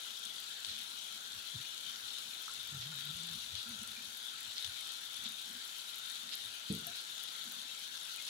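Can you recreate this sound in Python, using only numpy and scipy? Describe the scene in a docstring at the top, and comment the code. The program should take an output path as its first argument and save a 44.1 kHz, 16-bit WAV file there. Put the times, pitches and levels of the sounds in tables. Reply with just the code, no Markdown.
"""Steady rain on a wet road, heard through the two unlike microphone ports of a hand-held phone.
Far rain is a wash of wandering noise over a dull roar; near drops patter as random clicks with a spray.
Hard drops tick, heavy ones splat as short damped tones with a spatter, spills are shaped noise bursts,
and bubbles sing as damped tones. The grip rubs as resonant noise, creaks as a wavering slip tone
and knocks the case into ringing with three quick blows."""
import sys
import numpy as np
from scipy import signal
from scipy.fft import rfft, irfft
from scipy.io import wavfile
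from scipy.ndimage import uniform_filter1d

SR = 44100
rng = np.random.default_rng(int(sys.argv[2]) if len(sys.argv) > 2 else 0)


def transcribe(u):
    """Save the signal u as a 16-bit wav file named by the first command-line argument.

    u: samples, shape (n,) or (channels, n), limited to [-1, 1]; the rate is SR.
    q: integer samples, one column per channel.
    """
    v = np.clip(np.atleast_2d(u).T, -1, 1)
    q = np.round(v * 32767).astype(np.int16)
    wavfile.write(sys.argv[1], SR, q)


N = 365570


def gain_of(db):
    """Amplitude factor for a level in dB."""
    return 10 ** (np.asarray(db) / 20)


def evened(x):
    """Bring a signal to an rms of one."""
    return x / np.sqrt(np.mean(x ** 2) + 1e-20)


def read(points, hz):
    """Read a curve between its points on a logarithmic frequency scale."""
    point_hz, value = np.transpose(points)
    return np.interp(np.log(hz + 1), np.log(point_hz + 1), value)


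def over_time(rows, t):
    """Read each column of a table whose first column is time."""
    s, *columns = np.transpose(rows)
    return [np.interp(t, s, column) for column in columns]


def add(mix, s, sound):
    """Lay a sound into the mix at s seconds, cut off at the mix's end."""
    part = mix[..., round(s * SR):][..., :sound.shape[-1]]
    part += sound[..., :part.shape[-1]]


def resonate(x, hz, width):
    """Two passes of a one-pole resonance of the given width in Hz."""
    pole = np.exp((2j * np.pi * hz - np.pi * width) / SR)
    return signal.lfilter([1], [1, -2 * pole, pole ** 2], x).real


def ping(hz, t60, rise, glide=0.):
    """A damped tone of peak one whose pitch may climb, as a bubble's does."""
    t = np.arange(round(t60 * SR)) / SR
    tone = np.sin(2 * np.pi * hz * t * (1 + glide * t / t60))
    tone = tone * gain_of(-60 * t / t60) * (1 - np.exp(-t / rise))
    return tone / abs(tone).max()


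# Strength of the near rain. Each row: time in seconds, strength in dB (only its changes are used).
RAIN = [(0.0, -50), (0.46, -50.5), (0.71, -49), (1.15, -50.5), (2.12, -49.5), (2.52, -49), (2.7, -50),
        (3.05, -49), (3.55, -49.5), (4.2, -50.5), (4.82, -49), (5.38, -50), (6.19, -49.5), (6.72, -50.5),
        (7.06, -49.5), (8.29, -49.5)]
QUICK_DB, QUICK_HZ = .65, (2.5, 14)  # quick changes of the near rain: rms depth, range of rates
QUICK_TURNS = rng.random(30)  # their starting phases in turns


def rainfall(t):
    """Slow and quick changes of the near rain in dB; the right port hears less of them."""
    db, = over_time(RAIN, t)
    rates = np.geomspace(*QUICK_HZ, len(QUICK_TURNS))
    quick = evened(sum(np.sin(2 * np.pi * (hz * t + turn)) for hz, turn in zip(rates, QUICK_TURNS)))
    return (db - db.mean() + QUICK_DB * quick) * np.array([[1], [.6]])


# Likeness of the two ports in the far rain. 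Each row: frequency in Hz, left-right correlation.
SAME = [(60, .93), (130, .9), (290, 0.8), (640, .48), (1000, 0), (1300, -0.55), (1700, -0.2), (2200, 0)]


def port_pair(left, other, hz):
    """Left and right spectra as alike as SAME tells at each frequency."""
    same = np.clip(read(SAME, hz), -1, 1).reshape(-1, *[1] * (left.ndim - 1))
    return np.array([left, same * left + np.sqrt(1 - same ** 2) * other])


def wash():
    """Far rain as noise whose level wanders at random; the ports' main band follows the near rain most."""
    frames, hz = N // 128 + 5, np.fft.rfftfreq(512, 1 / SR)
    a, b, c, d, broad, narrow = rng.standard_normal((frames, 257, 6)).T
    # slow random level changes in narrow bands, quicker ones in broader bands
    narrow = uniform_filter1d(uniform_filter1d(narrow, size=3, axis=0), size=40, axis=1)
    broad = uniform_filter1d(uniform_filter1d(broad, size=4, axis=0), size=10, axis=1)
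    flicker = evened(uniform_filter1d(rng.standard_normal(frames), size=3))
    # the treble comes and goes
    breathing = evened(uniform_filter1d(rng.standard_normal(frames), size=30))
    treble = read([(8000, 0), (13000, 1.0)], hz)[:, None]
    wander_db = 1.2 * evened(broad) + 2.0 * evened(narrow) + treble * breathing

    follows = read([(1700, 0.02), (3000, 0.98), (4800, 0.95), (8000, 0.69)], hz)[:, None]
    near_db = rainfall(np.arange(frames) * 128 / SR)[:, None]
    z = port_pair(a + 1j * b, c + 1j * d, hz)
    z *= gain_of(wander_db + follows * (near_db + 0.6 * flicker))
    return gain_of(-2.5) * evened(signal.istft(z, nperseg=512, noverlap=384)[1][:, :N])


# Spectrum of the distant roar. Each row: frequency in Hz, density in dB per Hz.
LOW_WASH = [(20, -120), (50, -116), (90, -107), (200, -101), (400, -102.5), (650, -100), (850, -96),
            (1100, -96), (1500, -115)]


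def low_wash():
    """The dull roar of rain over the hillside as shaped noise, most alike at both ports in the bass."""
    hz = np.fft.rfftfreq(N, 1 / SR)
    left, other = rfft(rng.standard_normal((2, N)))
    z = port_pair(left, other, hz)
    return np.sqrt(SR / 2) * irfft(z * gain_of(read(LOW_WASH, hz)), N)


def patter(per_s, spread_db, level_db):
    """Random drops as single-sample clicks, a few of them large, each nearer one port or the other."""
    size = gain_of(spread_db * np.minimum(rng.exponential(1, N), 4.5))
    size *= rng.choice([-1, 1], N) * (rng.random(N) < per_s / SR)
    side = rng.random(N) * np.pi / 2
    drops = size * np.array([np.cos(side), np.sin(side)]) * gain_of(rainfall(np.arange(N) / SR))
    return gain_of(level_db) * evened(drops)


# the scatter of droplets after a drop: level against a hard drop in dB, decay time in s
SPRAY_DB, SPRAY_T60 = -19.5, 0.03


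def near_drops():
    """Soft drops push slowly and are dull; the smaller and harder, the brighter; all but the dull spray."""
    dull = signal.oaconvolve(patter(900, 5.4, -23.5), signal.windows.hann(7)[None], axes=1)[:, :N]
    # each difference between neighbouring samples tilts a click towards the treble
    crisp = np.diff(patter(500, 4.0, -13), prepend=0)
    bright = np.diff(patter(1100, 3.6, -10.5), n=2, prepend=0, append=0)
    t = np.arange(1000) / SR
    spray = gain_of(-31.0 - 60 * t / SPRAY_T60) * rng.standard_normal((2, len(t)))
    spray[:, 0] = 1  # the drop itself
    return dull + signal.oaconvolve(crisp + bright, spray, axes=1)[:, :N]


def causal(points):
    """Impulse response of least delay for a spectrum in dB."""
    log_gain = read(points, np.abs(np.fft.fftfreq(4096, 1 / SR))) * np.log(10) / 20
    return np.fft.ifft(np.exp(np.conj(signal.hilbert(log_gain)))).real[:1024]


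# Colour each microphone port gives the rain. Each row: frequency in Hz, response in dB per Hz.
LEFT_PORT = [(900, -101.5), (1210, -93.5), (1330, -80.5), (1900, -90), (2400, -85), (2800, -80.5),
             (3150, -74), (3650, -70.5), (4600, -80), (5080, -88.5), (5500, -82.5), (9300, -92.5),
             (10200, -85), (11400, -93.5), (14000, -97), (15800, -103)]
RIGHT_PORT = [(900, -100), (1220, -92), (1350, -79), (2000, -89.5), (2800, -91), (3800, -86.5), (4400, -85),
              (5050, -89), (5550, -89.5), (7700, -88.5), (9400, -108), (10600, -106), (11400, -115),
              (12500, -106), (15800, -113)]


def through_ports(x):
    """Each port filters the rain with its own resonances."""
    ports = np.array([causal(LEFT_PORT), causal(RIGHT_PORT)])
    return np.sqrt(SR / 2) * signal.oaconvolve(x, ports, axes=1)[:, :N]


STRAY_COUNT, STRAY_HZ = 320, (5030, 12100)  # number of lesser drops, range of their pitch
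# near the least left level, dB per natural-log unit of size, mean right level against left
STRAY_DB, STRAY_SPREAD_DB, STRAY_RIGHT_DB = -43, 3.5, -42


def strays():
    """Lesser hard drops at random moments, each a short ping of its own pitch with its spray."""
    out, t = np.zeros((2, N)), np.arange(1000) / SR
    sprays = rng.standard_normal((STRAY_COUNT, len(t)))
    for (when, size, side, pitch), spray in zip(rng.random((STRAY_COUNT, 4)), sprays):
        right_db = STRAY_RIGHT_DB + 16 * (side - .5)
        db = STRAY_DB - STRAY_SPREAD_DB * np.log(size + 0.039) + np.array([[0], [right_db]])
        hz = STRAY_HZ[0] * (STRAY_HZ[1] / STRAY_HZ[0]) ** pitch
        add(out, when * N / SR, gain_of(db) * ping(hz, 9 / hz, 1e-4))
        spray_gain = gain_of(db + SPRAY_DB - 60 * t / SPRAY_T60)
        add(out, when * N / SR, spray_gain * evened(resonate(spray, hz, 2500)))
    return out


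BUBBLE_COUNT, BUBBLE_HZ, BUBBLE_T60 = 500, (2726, 4825), .025  # number, pitch range, decay in s
BUBBLE_DB, BUBBLE_RIGHT_DB = -54, -10  # near the least left level, mean right level against left


def bubbles():
    """Many faint bubble tones in the puddles, at random moments, each climbing a little."""
    out = np.zeros((2, N))
    for when, size, side, pitch in rng.random((BUBBLE_COUNT, 4)):
        right_db = BUBBLE_RIGHT_DB + 12 * (side - .5)
        db = BUBBLE_DB - 3.3 * np.log(size + 0.042) + np.array([[0], [right_db]])
        # pitches crowd towards the middle of the range
        hz = BUBBLE_HZ[0] + (BUBBLE_HZ[1] - BUBBLE_HZ[0]) * np.arccos(1 - 2 * pitch) / np.pi
        add(out, when * N / SR, gain_of(db) * ping(hz, BUBBLE_T60, 0.0005, 0.072))
    return out


# The hand nudging the case. Each row: peak time in seconds, low shake in dB, shell ring in dB.
NUDGES = [(.26, -89, -71), (.7, -67, -67), (.8, -76, -65), (1.17, -94, -66.5), (1.37, -69, -67),
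          (1.57, -66, -64.5), (1.87, -74, -68), (2.04, -70, -88), (2.26, -84, -70), (2.58, -62.5, -89),
          (2.67, -68, -72), (2.77, -57, -77), (3.0, -67, -69), (3.15, -62, -80), (3.351, -55, -63.5),
          (3.459, -74, -71), (3.54, -56, -77), (3.71, -62, -69), (3.8, -61, -76), (3.9, -65, -66),
          (4.01, -78, -61.5), (4.08, -71, -91), (4.49, -65, -96), (4.68, -58.5, -86), (5.2, -69, -88),
          (5.27, -90, -58), (5.51, -66, -61), (6.25, -77, -64), (6.46, -66, -78), (7.478, -95, -60),
          (7.584, -95, -64)]
NUDGE_RISE_DB_PER_S, NUDGE_FALL_DB_PER_S = 390, 257
SHAKE_HZ, SHELL_HZ = 91.6, 222
TREMOR_DB = (-93.5, -83.5)  # the hand at rest: low shake, shell ring


def grip():
    """Each nudge swells and fades as rubbing noise that shakes the hand and rings the shell."""
    shake, shell = rng.standard_normal((2, N))
    rub = np.array([evened(resonate(shake, SHAKE_HZ, 62)), evened(resonate(shell, SHELL_HZ, 62))])
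    t = np.arange(-.2, .3, 1 / SR)
    swell = gain_of(np.where(t < 0, NUDGE_RISE_DB_PER_S * t, -NUDGE_FALL_DB_PER_S * t))
    level = gain_of(TREMOR_DB)[:, None] * np.ones(N)
    for s, *db in NUDGES:
        add(level, s + t[0], gain_of(db)[:, None] * swell)
    return (level * rub).sum(0)


def tick(hz, spray, turn):
    """A snap a few cycles long, its crackle and a short spray; each port hears its own."""
    t = np.arange(spray.shape[-1]) / SR
    snap = np.cos(2 * np.pi * (hz * (t - 2e-4) + turn)) * np.exp(-((t - 2e-4) / 8e-5) ** 2)
    crackle = .55 * gain_of(-60 * t / .006) * evened(resonate(spray, hz, 5000))
    droplets = evened(resonate(spray, hz, 2200)) * gain_of(SPRAY_DB - 60 * t / SPRAY_T60)
    return snap + crackle + droplets


PORT_LAG = 17  # samples by which a tick or splat reaches the right port later


def right_later(x):
    """Delay the right port by its longer path."""
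    return np.array([x[0], np.roll(x[1], PORT_LAG)])


# The loudest sharp drops on something hard.
# Each row: time in seconds, left level in dB, right level in dB, pitch in Hz.
TICKS = [(0.1963, -34, -55, 10600), (0.2525, -28, -38, 8600), (0.4024, -33, -46, 11800),
         (0.6018, -35, -48, 7400), (0.8146, -35, -51, 9600), (0.9012, -34, -55, 8600),
         (1.1454, -33, -48, 10900), (1.3206, -34, -54, 7200), (1.5082, -33, -47, 7600),
         (2.1358, -31, -45, 8300), (2.1839, -35, -41, 7600), (2.4232, -30, -49, 12400),
         (2.5162, -34, -46, 7600), (2.5387, -30, -43, 9700), (2.6313, -33, -51, 11900),
         (2.6754, -33, -51, 12900), (2.9596, -34, -47, 12500), (3.0541, -31, -55, 13200),
         (3.1699, -35, -41, 9700), (3.2345, -30, -45, 8100), (3.2703, -33, -46, 10800),
         (3.6922, -31, -40, 9900), (3.7912, -33, -55, 8000), (3.8327, -30, -43, 10600),
         (3.8763, -31, -41, 9400), (4.1729, -34, -46, 11500), (4.1823, -34, -55, 11800),
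         (4.4062, -31, -37, 11300), (4.6468, -29, -48, 5500), (4.6749, -35, -43, 8000),
         (4.8094, -35, -55, 10400), (4.8558, -34, -42, 7300), (4.8726, -34, -35, 8500),
         (4.9203, -35, -54, 10600), (5.1322, -35, -48, 11800), (5.1671, -31, -55, 10300),
         (5.2386, -31, -40, 10600), (5.2908, -33, -43, 11500), (5.322, -32, -47, 10100),
         (5.5125, -35, -48, 7300), (5.5319, -34, -44, 10700), (5.652, -34, -48, 11100),
         (5.7856, -34, -47, 10300), (5.9027, -34, -55, 12100), (5.9581, -28, -44, 11300),
         (5.9855, -30, -45, 12700), (6.1002, -33, -44, 8700), (6.3544, -28, -37, 11700),
         (6.4377, -34, -46, 8100), (6.7257, -29, -35, 9200), (6.7507, -31, -51, 11900),
         (6.8694, -24, -30, 12000), (6.9699, -34, -41, 9700), (7.0154, -34, -43, 10500),
         (7.041, -35, -47, 10200), (7.2376, -28, -47, 11200), (7.4411, -33, -47, 11600),
         (7.5137, -34, -43, 7400), (7.5222, -31, -57, 13800), (7.7985, -34, -48, 10900),
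         (7.8251, -37, -44, 7200), (7.9432, -35, -53, 8700), (8.0011, -34, -42, 7000),
         (8.0524, -31, -44, 7900), (8.1619, -30, -38, 9700), (8.1724, -35, -49, 7800),
         (8.2232, -31, -44, 10400)]


def ticks():
    """The sharpest drops, with the snap at a random phase in the right port."""
    out = np.zeros((2, N))
    sprays = rng.standard_normal((len(TICKS), 2, 1200))
    for (s, *db, hz), spray, turn in zip(TICKS, sprays, rng.random(len(TICKS))):
        add(out, s - 2e-4, gain_of(db)[:, None] * tick(hz, spray, np.array([[0], [turn]])))
    return right_later(out)


# The loudest heavy drops on the wet road.
# Each row: time in seconds, left level in dB, right level in dB, pitch in Hz.
SPLATS = [(0.2706, -32, -55, 3790), (0.6482, -22, -36, 3650), (0.6573, -33, -44, 3590),
          (0.6879, -32, -42, 3580), (0.6941, -37, -39, 3770), (0.7158, -34, -42, 3730),
          (0.7882, -33, -44, 3310), (1.066, -33, -50, 3540), (1.3307, -33, -41, 3860),
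          (1.6566, -33, -55, 3560), (1.779, -28, -41, 3910), (1.8684, -33, -55, 3500),
          (1.96, -31, -49, 4600), (2.1422, -33, -40, 3730), (2.1853, -32, -45, 3910),
          (2.5463, -32, -54, 3830), (2.5562, -33, -45, 4130), (2.7027, -32, -50, 3590),
          (2.9968, -33, -55, 3590), (3.0094, -33, -51, 3480), (3.1892, -33, -51, 3310),
          (3.2898, -29, -47, 3840), (3.2996, -32, -51, 3720), (3.5535, -24, -35, 3770),
          (3.6307, -33, -49, 3390), (3.7487, -33, -50, 3460), (4.2978, -34, -41, 3500),
          (4.5605, -36, -33, 4300), (4.5692, -54, -34, 4190), (4.5815, -26, -28, 4400),
          (4.5959, -34, -39, 3940), (4.6463, -22, -43, 3500), (4.6521, -33, -47, 3490),
          (4.6662, -29, -49, 3780), (4.6776, -33, -46, 3540), (5.11, -32, -55, 3450),
          (5.143, -30, -45, 3490), (5.263, -33, -47, 3420), (5.7953, -32, -53, 3510),
          (5.9447, -32, -55, 3980), (6.156, -33, -44, 3710), (6.2922, -28, -50, 3820),
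          (6.3279, -36, -33, 3650), (6.3361, -28, -46, 3510), (6.3422, -25, -31, 3890),
          (6.7384, -33, -55, 3540), (6.7511, -32, -43, 3790), (7.0056, -33, -55, 3960),
          (7.0501, -33, -55, 4050), (7.2858, -32, -41, 3450), (7.8389, -32, -51, 3490),
          (7.9765, -33, -43, 3630), (8.1839, -34, -49, 3690), (8.2009, -30, -48, 3660),
          (8.2538, -32, -44, 4010)]


def splats():
    """Each heavy drop is a dull blow with a short ring and a broad spatter."""
    out, t = np.zeros((2, N)), np.arange(900) / SR
    for (s, *db, hz), noise in zip(SPLATS, rng.standard_normal((len(SPLATS), 2, len(t)))):
        level = gain_of(db)[:, None]
        spatter = gain_of(-13 - 60 * t / .015) * evened(resonate(noise, 5500, 5000))
        add(out, s - 4e-4, level * ping(hz, .0038, 2e-4))
        add(out, s - 3e-4, level * spatter)
    return right_later(out)


# Water spilling close by, a burst of droplets. 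Each row: start in seconds, left level in dB,
# right level in dB (both before the rise and decay), rise in seconds, 60 dB decay in seconds.
SPILLS = [(.686, -57, -43, 0.0023, 0.45), (2.809, -55, -39, 0.0092, 0.19), (3.551, -44.5, -47, 0.0017, 0.6),
          (4.556, -42, -43.5, 0.016, 0.6), (4.645, -43, -56, .001, 0.078),
          (5.238, -37.5, -41, 0.0089, 0.23), (6.312, -37.5, -38, 0.011, 0.27),
          (6.939, -41.5, -46, 0.011, 0.44), (7.272, -41.5, -69, .005, 0.37), (8.262, -39, -39, 0.012, 0.39)]


def spills():
    """Dense droplets, grainy, dying away in the band of the splats."""
    out, t = np.zeros((2, N)), np.arange(SR // 2) / SR
    for s, left_db, right_db, rise, t60 in SPILLS:
        droplets = rng.standard_normal((2, len(t))) * (rng.random((2, len(t))) < .05)
        hiss = evened(resonate(droplets, 3880, 1900))
        envelope = gain_of(-60 * t / t60) * (1 - np.exp(-t / rise))
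        add(out, s, gain_of([[left_db], [right_db]]) * hiss * envelope)
    return out


# Skin slipping on the case sings, one list for each creak.
# Each row: time in seconds, pitch in Hz, level in dB (pitch and level waver about these).
CREAKS = [
    [(1.528, 165, -72), (1.54, 162, -63), (1.554, 145, -48), (1.566, 102, -52), (1.585, 128, -66),
     (1.605, 138, -57), (1.628, 140, -76)],
    [(2.7, 148, -54), (2.754, 142, -50.5), (2.81, 118, -57), (2.908, 161, -53.5), (2.974, 130.4, -61),
     (3.016, 133, -67), (3.098, 156.4, -52.5), (3.142, 171.8, -60.5), (3.342, 169, -58.5), (3.4, 216, -70)],
    [(3.65, 217, -72), (3.694, 233.4, -52.5), (3.762, 216, -58), (3.792, 215, -83), (3.828, 217, -49.5),
     (3.86, 239, -100)],
    [(5.5, 194, -75), (5.565, 260, -62), (5.6, 247, -74)],
]


def creak(rows):
    """A nearly pure, slightly unsteady slip tone, returned after its start time."""
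    t = np.arange(rows[0][0], rows[-1][0], 1 / SR)
    hz, db = over_time(rows, t)
    wobble = evened(uniform_filter1d(rng.standard_normal(len(t)), size=900))
    phase = 2 * np.pi * np.cumsum(hz * (1 + .035 * wobble)) / SR
    grab = evened(uniform_filter1d(rng.standard_normal(len(t)), size=400))
    tone = np.sin(phase) + .08 * np.sin(2 * phase) + .04 * np.sin(3 * phase)
    tone = gain_of(2.5 * grab) * tone
    return rows[0][0], np.sqrt(2) * gain_of(db) * tone * signal.windows.tukey(len(t), .1)


# Drops that trap a bubble in a puddle. Each row: start in seconds, left level in dB,
# right level in dB, starting pitch in Hz, 60 dB decay in seconds.
PLOPS = [(1.648, -52, -57, 2470, 0.027), (2.48, -64, -39, 1260, 0.013), (2.492, -55, -45.5, 1370, 0.047),
         (2.502, -69, -56, 1073, 0.15), (2.919, -59, -46, 1430, 0.064), (3.963, -54, -47, 2380, 0.058),
         (3.991, -52, -57, 2350, 0.047), (4.806, -55, -57, 2160, 0.061), (6.791, -65, -53, 1440, 0.058),
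         (7.691, -43, -57, 2680, 0.047), (8.179, -45.5, -64, 2460, 0.088), (8.19, -53, -60, 2140, 0.19),
         (2.915, -64, -61, 880, .1), (4.643, -35, -53, 3000, 0.018)]


def plops():
    """Short bubble tones that climb a little, each in a small splash of noise about its pitch."""
    out = np.zeros((2, N))
    splashes = rng.standard_normal((len(PLOPS), SR // 5))
    for (s, left_db, right_db, hz, t60), splash in zip(PLOPS, splashes):
        tone = ping(hz, t60, 0.0049, 0.019)
        fizz = evened(resonate(splash[:len(tone)], hz, 700)) * gain_of(np.linspace(-9, -50, len(tone)))
        add(out, s, gain_of([[left_db], [right_db]]) * (tone + fizz))
    return out


# Three quick blows of the hand on the case. Each row: start in seconds, peak level in dB,
# lift of the top mode in dB, strength of the blow against the rattle, rattle length in seconds.
KNOCKS = [(6.7, -27.5, -9, 0.91, 0.072), (6.774, -43, -9, 0.73, 0.061), (6.858, -43.5, 30, 0.036, 0.058)]
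# Ringing modes of the case. Each row: frequency in Hz, relative level in dB,
# 60 dB decay in seconds, left over right in dB.
CASE = [(85, -9, 0.2, 1), (115, -10, 0.2, -3), (157, 3.5, 0.133, 1), (194, 16.5, 0.055, -1.5),
        (248, 7, 0.085, 1), (293, -2, 0.12, 2), (389, 1.5, 0.073, -6), (438, -3.5, 0.1, 11),
        (520, -25, .06, -6), (695, -19.5, 0.045, 17)]


def knock(db, top_db, blow, rattle_s):
    """A soft blow, then a brief rattle that keeps shaking the case modes, which each port hears apart."""
    t = np.arange(SR // 2) / SR
    modes = []
    for hz, mode_db, t60, pan_db in CASE:
        pan = np.array([[pan_db / 2], [-pan_db / 2]])
        modes.append(gain_of(mode_db - 60 * t / t60 + pan) * np.sin(2 * np.pi * hz * t))
    ring = (sum(modes[:-1]) + gain_of(top_db) * modes[-1]) * (1 - np.exp(-t / 0.0054))

    # sparse random hits that swell quickly and fade over the rattle
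    hits = rng.standard_normal(len(t)) * (rng.random(len(t)) < .008)
    swell = np.sqrt(np.sin(np.pi * np.sqrt(np.minimum(t / rattle_s, 1))).clip(0))
    force = 0.15 * hits * swell
    force[:100] += blow * signal.windows.hann(100) / 50
    sound = signal.fftconvolve(force[None], ring, axes=1)[:, :len(t)]
    return -gain_of(db) * sound / abs(sound).max()


def scene():
    """Rain in all its layers, with the sounds of the hand on the case."""
    rain = through_ports(wash() + near_drops()) + low_wash()
    rain += strays() + bubbles() + ticks() + splats() + spills() + plops()

    hand = grip() * np.ones((2, 1))
    for rows in CREAKS:
        add(hand, *creak(rows))
    for s, *blow in KNOCKS:
        add(hand, s, knock(*blow))
    # the case flexes, so the two ports move a little out of step
    flex = 0.11 * signal.hilbert(hand.mean(0)).imag * np.array([[1], [-1]])
    return rain + hand + flex


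LOW_CUT_HZ, EDGE_HZ = 60, 15850


def record(dry):
    """The microphones' bass cut and the band limit of the recorder."""
    bass_cut = signal.butter(N=2, Wn=LOW_CUT_HZ, btype="high", fs=SR, output="sos")
    cut = signal.sosfilt(bass_cut, dry)
    band_limit = signal.firwin(511, EDGE_HZ, window=("kaiser", 9), fs=SR)
    return signal.oaconvolve(cut, band_limit[None], "same")


dry = scene()
out = record(dry)
transcribe(out)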